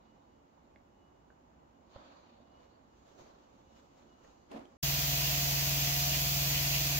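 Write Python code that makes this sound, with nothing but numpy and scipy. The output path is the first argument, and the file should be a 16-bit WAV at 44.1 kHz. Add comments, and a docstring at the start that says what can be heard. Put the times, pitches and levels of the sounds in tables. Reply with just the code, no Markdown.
"""Soft steps cross the carpet of a quiet room: friction makes clothes rustle and a shoe scuff,
and impacts set the floor knocking. After an abrupt cut a carpet extractor runs close by.
Turbulent air hisses into its suction head and excites the resonances of the tube, over the
steady harmonic drone of an engine and the lobed vacuum blower that it turns."""
import sys
import numpy as np
from scipy import signal
from scipy.fft import rfft, irfft, next_fast_len
from scipy.io import wavfile
from scipy.ndimage import uniform_filter1d, map_coordinates

SR = 44100
rng = np.random.default_rng(int(sys.argv[2]) if len(sys.argv) > 2 else 0)


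def generate_wav(signal):
    """Clip the signal to [-1, 1] and save it as 16-bit WAV at the path in sys.argv[1]."""
    frames = np.transpose(np.atleast_2d(signal))
    scaled = np.clip(frames, -1, 1) * 32767
    pcm = np.round(scaled).astype(np.int16)
    wavfile.write(sys.argv[1], SR, pcm)


N = 308259

CUT_S, EXTRACTOR_START_S = 4.770, 4.827
ENGINE_CYCLE_HZ, PULSES_PER_CYCLE = 20.235, 7

# Noise spectra, shape only: frequency_hz, density_db
HISS_SPECTRUM = [(600, -24), (1100, -11), (1700, -7.5), (2600, -1.3), (3700, -2.7), (4850, .3),
                 (5550, -2.3), (6750, -.8), (7450, -5.5), (8200, -13.7), (11200, -13.2), (12400, -3.5),
                 (14200, -.8), (15600, -2.8)]  # air rushing into the suction head
WATER_SPECTRUM = [(1200, -19), (2100, -6), (2900, 1), (3700, -10), (6000, -13), (8500, -27)]  # slurping water
HOSE_SPECTRUM = [(20, -19), (50, -2), (100, -3), (180, -3), (225, -9.5), (340, -6), (420, -11), (520, -7),
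                 (700, -1.5), (830, -6), (1100, -12.5), (1800, -20)]  # turbulence in the hose
PILE_SPECTRUM = [(100, -10), (250, 3), (420, -3.5), (560, 7.5), (1100, 4.5), (1700, -7.5), (2600, -12),
                 (4600, -8.5), (5200, -20), (6600, -17.5), (7500, -27.5), (8300, -49), (15500, -39)]  # carpet pile crushed underfoot
CLOTH_SPECTRUM = [(100, 2), (250, -5), (400, 4.5), (540, 6), (800, 2.5), (1300, -1), (1800, -9), (2600, -9),
                  (4000, -9.5), (5300, -12.5), (6700, -8), (7500, -14.5), (8400, -35), (15500, -26)]  # rubbing cloth
SOLE_SPECTRUM = [(60, -24), (150, -10), (260, 4), (400, -3.5), (700, 1), (1500, -15), (3000, -20),
                 (7000, -33), (8500, -40), (13000, -43.5), (15500, -42)]  # a dragged sole
ROOM_SPECTRUM = [(20, -18.5), (60, 4), (95, -4), (170, -3), (270, -2), (400, -7), (850, -3), (1700, -19),
                 (3000, -25), (5500, -31), (7200, -27.5), (8200, -49.5), (15500, -40.5)]  # the quiet room
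# Stereo width of the noises: frequency_hz, side_minus_mid_db
HISS_WIDTH = [(300, -3), (700, 2), (1300, 4.5), (2400, 0.5), (3800, 2), (5100, 5), (5900, -0.5),
              (7000, 3.5), (9000, 1.5), (13000, -0.5), (14000, 1), (15300, -6)]
HOSE_WIDTH = [(150, -22), (380, -1), (700, 0.5), (1200, 3.5)]
ROOM_WIDTH = [(80, -11.5), (280, -8), (700, 4.5), (2000, 0.5)]
# Stereo balance of the noises: frequency_hz, left_minus_right_db
HISS_BALANCE = [(1300, -3), (2400, -2.5), (5000, -2), (6500, 0), (9000, 0), (11500, -0.5), (12500, 0.5),
                (14000, 8.5), (15500, -9)]
HOSE_BALANCE = [(150, 2), (380, 2.5), (750, 1.5), (1200, -5.5)]
ROOM_BALANCE = [(80, -1), (280, -4), (900, -3), (2500, 0)]
# Partials of the rotating parts: multiple, level_db, left_minus_right_db
ENGINE_PARTIALS = [(2, -61, 1), (3, -46.5, .5), (4, -52, 0), (6, -54, 1), (8, -53, 2), (9, -58.5, 1),
                   (10, -66, 1), (12, -68, 1), (15, -63.5, 3), (16, -68, 2), (17, -67, 2)]  # multiples of the engine cycle rate
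BLOWER_PARTIALS = [(1, -38, 0), (2, -57.5, 4), (3.5, -62.5, 1), (4, -69.5, -1), (4.5, -54, 1),
                   (5, -50, -16.5), (6, -62, 4), (7, -60, 15), (8, -65.5, 2)]  # multiples of the lobe pulse rate
# Resonances: centre_hz, bandwidth_hz, gain_db
TUBE_MODES = [(1880, 21, -14), (1990, 20, -0.5), (2460, 28, -12), (2790, 30, -4), (3310, 36, -9),
              (6110, 52, -5)]  # the suction head and its tube
LOW_ROOM_MODES = [(230, 18, -3), (281.5, 18, -0.5), (347, 27, -1.5), (535, 40, -9.5)]
# Water drawn in with the air: centre_s, length_s, level_db
WATER_GULPS = [(5.267, .15, -41.5), (6.145, 0.062, -42), (6.56, .05, -38.5), (6.752, .056, -39.5)]
# A shoe strikes the carpeted floorboards: start_s, level_db, pitch_hz
HEEL_STRIKES = [(1.9605, -41, 101), (2.402, -54.5, 240), (4.546, -47, 280), (4.5605, -44, 263),
                (4.587, -50, 240)]
# Small hard clicks: start_s, level_db, pitch_hz, cutoff_hz
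HARD_CLICKS = [(.7598, -52, 2150, 3000), (1.303, -52, 1550, 1800), (4.247, -56, 1900, 2200),
               (4.5156, -51, 2700, 11000), (4.6546, -54, 3200, 6500)]
# Weight rolls onto the pile: peak_s, level_db, hold_s
PILE_PRESSES = [(0.027, -73, .12), (1.95, -59, .21), (2.55, -69, .1), (3.2, -66, .1)]
# Clothes brush as a limb moves: peak_s, level_db
CLOTH_BRUSHES = [(1.91, -70), (2.61, -70), (3.08, -66), (3.2, -61.5), (3.77, -64), (3.98, -67), (4.25, -65)]
# Spurts of the faint whine: peak_s, level_db
WHINE_SPURTS = [(.07, -88), (1.02, -87), (2.5, -84), (3.77, -83), (4.15, -80)]


def suction():
    """Turbulence in the gap under the head, with gulps of water, drives the tube's resonances."""
    air = amp(-30.5 + 0.1 * wobble(2.94)) * noise(HISS_SPECTRUM, HISS_WIDTH, HISS_BALANCE, patchy_db=0.6)
    gulps = sum(amp(db) * np.exp(-2 * ((clock() - s) / length) ** 2) for s, length, db in WATER_GULPS)
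    gulps *= amp(1.8 * wobble(90))
    water = gulps * noise(WATER_SPECTRUM, HISS_WIDTH, HISS_BALANCE, patchy_db=0.5)
    return wall_echoes(resonate(air + water, TUBE_MODES), echo_db=-10)


def engine_and_blower():
    """Periodic pulses give line spectra, phase-locked because the governed engine turns the blower."""
    cycles = np.cumsum(ENGINE_CYCLE_HZ * (1 + 0.00079 * wobble(5))) / SR
    engine = shaft_tones(ENGINE_PARTIALS, cycles, waver_db=0.85, diffuse_hz=800)
    blower = shaft_tones(BLOWER_PARTIALS, PULSES_PER_CYCLE * cycles, waver_db=0.48, diffuse_hz=815)
    return engine + blower


def hose():
    """Turbulent flow in the hose radiates steady, low broadband noise."""
    return amp(-45.5) * noise(HOSE_SPECTRUM, HOSE_WIDTH, HOSE_BALANCE, patchy_db=0.3)


def knocks():
    """Impacts excite free vibration: boards thump under a dull heel; the clicks are higher and shorter."""
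    feet = [(s, db, impact(thump_hz=hz, thump_db=-3.5, thump_t60=0.05, tick_hz=584, tick_t60=0.025,
                           cutoff_hz=1500, crack_db=-7, reverb_db=-10))
            for s, db, hz in HEEL_STRIKES]
    clicks = [(s, db, impact(thump_hz=620, thump_db=-2, thump_t60=0.018, tick_hz=hz, tick_t60=0.014,
                             cutoff_hz=cutoff_hz, crack_db=-4.5, reverb_db=-5.5))
              for s, db, hz, cutoff_hz in HARD_CLICKS]
    out = np.zeros((2, N + SR))
    for start_s, db, sound in feet + clicks:
        start = round(start_s * SR)
        out[:, start:start + sound.shape[1]] += amp(db) * sound
    return out[:, :N] * panned(lean_db=-4.0)[:, None]


def rustle():
    """Friction sounds as weight crushes the pile, clothes brush and stir, and a sole drags once."""
    weight = sum(amp(db) * swell(s, 0.041, hold_s, 0.22) for s, db, hold_s in PILE_PRESSES)
    brushes = sum(amp(db) * swell(s, 0.035, 0.022, 0.071) for s, db in CLOTH_BRUSHES)
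    walk_s = 2.96
    stir = amp(-71.5) * swell(walk_s, 0.08, CUT_S - walk_s, 0.071)
    drag = amp(-47.5) * swell(peak_s=4.518, attack_s=0.011, hold_s=0.054, release_s=0.053)
    pile = friction(weight, PILE_SPECTRUM, catch_hz=70, catch_db=1.5, patchy_db=2.1)
    cloth = friction(np.hypot(brushes, stir), CLOTH_SPECTRUM, catch_hz=70, catch_db=1.2, patchy_db=1.5)
    sole = friction(drag, SOLE_SPECTRUM, catch_hz=150, catch_db=1.3, patchy_db=0)
    return pile + cloth + sole


def whine():
    """Amplitude modulation makes a faint, unsteady high tone flicker and come in spurts."""
    spurts = sum(amp(db) * swell(s, 0.04, 0.06, 0.035) for s, db in WHINE_SPURTS)
    level = (amp(-90) + spurts) * amp(3.5 * wobble(18))
    pitch_hz = 2910 + 9 * wobble(40)
    return level * np.sin(2 * np.pi * np.cumsum(pitch_hz) / SR)


def room_rumble():
    """Noise with its power at low frequencies is heard as a soft, even rumble."""
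    return amp(-64.0) * noise(ROOM_SPECTRUM, ROOM_WIDTH, ROOM_BALANCE, patchy_db=0.6)


def shaft_tones(partials, cycles, waver_db, diffuse_hz):
    """Partials lock to a shaft; in the room's echoes higher ones waver and differ more between the ears."""
    mean_hz = cycles[-1] * SR / N
    out = np.zeros((2, N))
    for multiple, db, lean_db in partials:
        diffuseness = min(multiple * mean_hz / diffuse_hz, 1)
        apart_rad = 1.1 * diffuseness * rng.choice([-1, 1])
        phase = 2 * np.pi * (multiple * cycles + rng.random()) + 0.31 * diffuseness * wobble(25)
        level = amp(db + waver_db * (1 + 2 * diffuseness) * wobble(12)) * panned(lean_db)[:, None]
        out += np.sqrt(2) * level * np.sin([phase + apart_rad / 2, phase - apart_rad / 2])
    return out


def impact(thump_hz, thump_db, thump_t60, tick_hz, tick_t60, cutoff_hz, crack_db, reverb_db, room_t60=0.22):
    """Damping makes a thump, a woody tick and their reverberation each fall 60 dB in t60 seconds."""
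    t = np.arange(SR // 3) / SR
    thump = amp(thump_db - 60 * t / thump_t60) * np.sin(2 * np.pi * thump_hz * t)
    around_tick = signal.butter(1, [tick_hz * 0.3, tick_hz * 2], "bandpass", fs=SR)
    crack = unit(signal.lfilter(*around_tick, rng.standard_normal(len(t))))
    tick = amp(-60 * t / tick_t60) * (np.sin(2 * np.pi * tick_hz * t) + amp(crack_db) * crack)
    direct = signal.lfilter(*signal.butter(4, cutoff_hz, fs=SR), thump + tick)
    tail = rng.standard_normal((2, len(t))) * amp(-60 * t / room_t60)
    reverb = signal.fftconvolve(direct[None], tail / np.linalg.norm(tail[0]), axes=1)[:, :len(t)]
    return direct + amp(reverb_db) * reverb


def friction(envelope, spectrum, catch_hz, catch_db, patchy_db):
    """Rubbing surfaces catch unevenly, modulating the level of their noise."""
    catches = amp(catch_db * wobble(catch_hz))
    return envelope * catches * noise(spectrum, ROOM_WIDTH, ROOM_BALANCE, patchy_db)


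def resonate(x, modes):
    """Damped modes, driven by x, add their responses to the direct sound."""
    return filtered(x, lambda f: 1 + sum(amp(db) * 1j * f * width / (hz ** 2 - f ** 2 + 1j * f * width)
                                         for hz, width, db in modes))


def wall_echoes(x, echo_db, count=14):
    """Interference with weak wall reflections, different at each ear, ripples the spectrum."""
    delays = rng.integers(SR // 1000, SR // 40, (count, 2))
    echoes = sum(np.array([np.pad(ear, (d, 0))[:N] for ear, d in zip(x, pair)]) for pair in delays)
    return x + amp(echo_db) * echoes / np.sqrt(count)


def noise(spectrum, width, balance, patchy_db):
    """Filtering shapes stereo noise of rms 1, with random patches of gain in time and frequency."""
    bins = signal.stft(rng.standard_normal((2, N)), nperseg=512)[2]
    patches = uniform_filter1d(rng.standard_normal(bins.shape[1:]), size=8, axis=0)
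    patches = unit(uniform_filter1d(patches, size=16, axis=1))
    pair = signal.istft(bins * amp(patchy_db * patches), nperseg=512)[1][:, :N]
    mid, side = filtered(pair, lambda hz: amp(along(spectrum, hz)) * panned(-along(width, hz)))
    ears = np.array([mid + side, mid - side])
    return unit(filtered(ears, lambda hz: panned(along(balance, hz))))


def swell(peak_s, attack_s, hold_s, release_s):
    """Exponential growth, a hold, then exponential decay; attack and release are time constants."""
    t = clock() - peak_s
    return np.exp(np.minimum(t, 0) / attack_s - np.maximum(t - hold_s, 0) / release_s)


def wobble(rate_hz):
    """Spline interpolation joins random values, rate_hz a second, into a smooth curve."""
    return map_coordinates(rng.standard_normal(int(N * rate_hz / SR) + 4), [clock() * rate_hz])


def filtered(x, response):
    """A linear filter multiplies the spectrum by its frequency response."""
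    size = next_fast_len(N + SR // 2)
    return irfft(rfft(x, size) * response(np.fft.rfftfreq(size, 1 / SR)), size)[..., :N]


def panned(lean_db):
    """Two gains, lean_db apart, conserve total power."""
    gains = amp([lean_db / 2, -lean_db / 2])
    return gains / np.sqrt(np.mean(gains ** 2, axis=0))


def along(points, hz):
    """Interpolation on a logarithmic frequency axis."""
    frequencies, values = np.transpose(points)
    return np.interp(np.log(hz + 1), np.log(frequencies + 1), values)


def amp(db):
    return 10 ** (np.asarray(db) / 20)


def unit(x):
    return x / np.sqrt(np.mean(x ** 2) + 1e-20)


def clock():
    return np.arange(N) / SR


def scene():
    """Sources add by superposition: the room stops dead, then the extractor enters already at speed."""
    t = clock()
    quiet_room = resonate(whine() + room_rumble() + rustle() + knocks(), LOW_ROOM_MODES)
    extractor = engine_and_blower() + hose() + suction()
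    fade_in = 1 - np.exp(-np.maximum(t - EXTRACTOR_START_S, 0) / 0.0018)
    return (t < CUT_S) * quiet_room + fade_in * extractor


def record(dry):
    """A steep low-pass filter limits the bandwidth."""
    cutoff_hz = 15750
    return filtered(dry, lambda hz: 1 / (1 + (hz / cutoff_hz) ** 400))


dry = scene()
out = record(dry)
generate_wav(out)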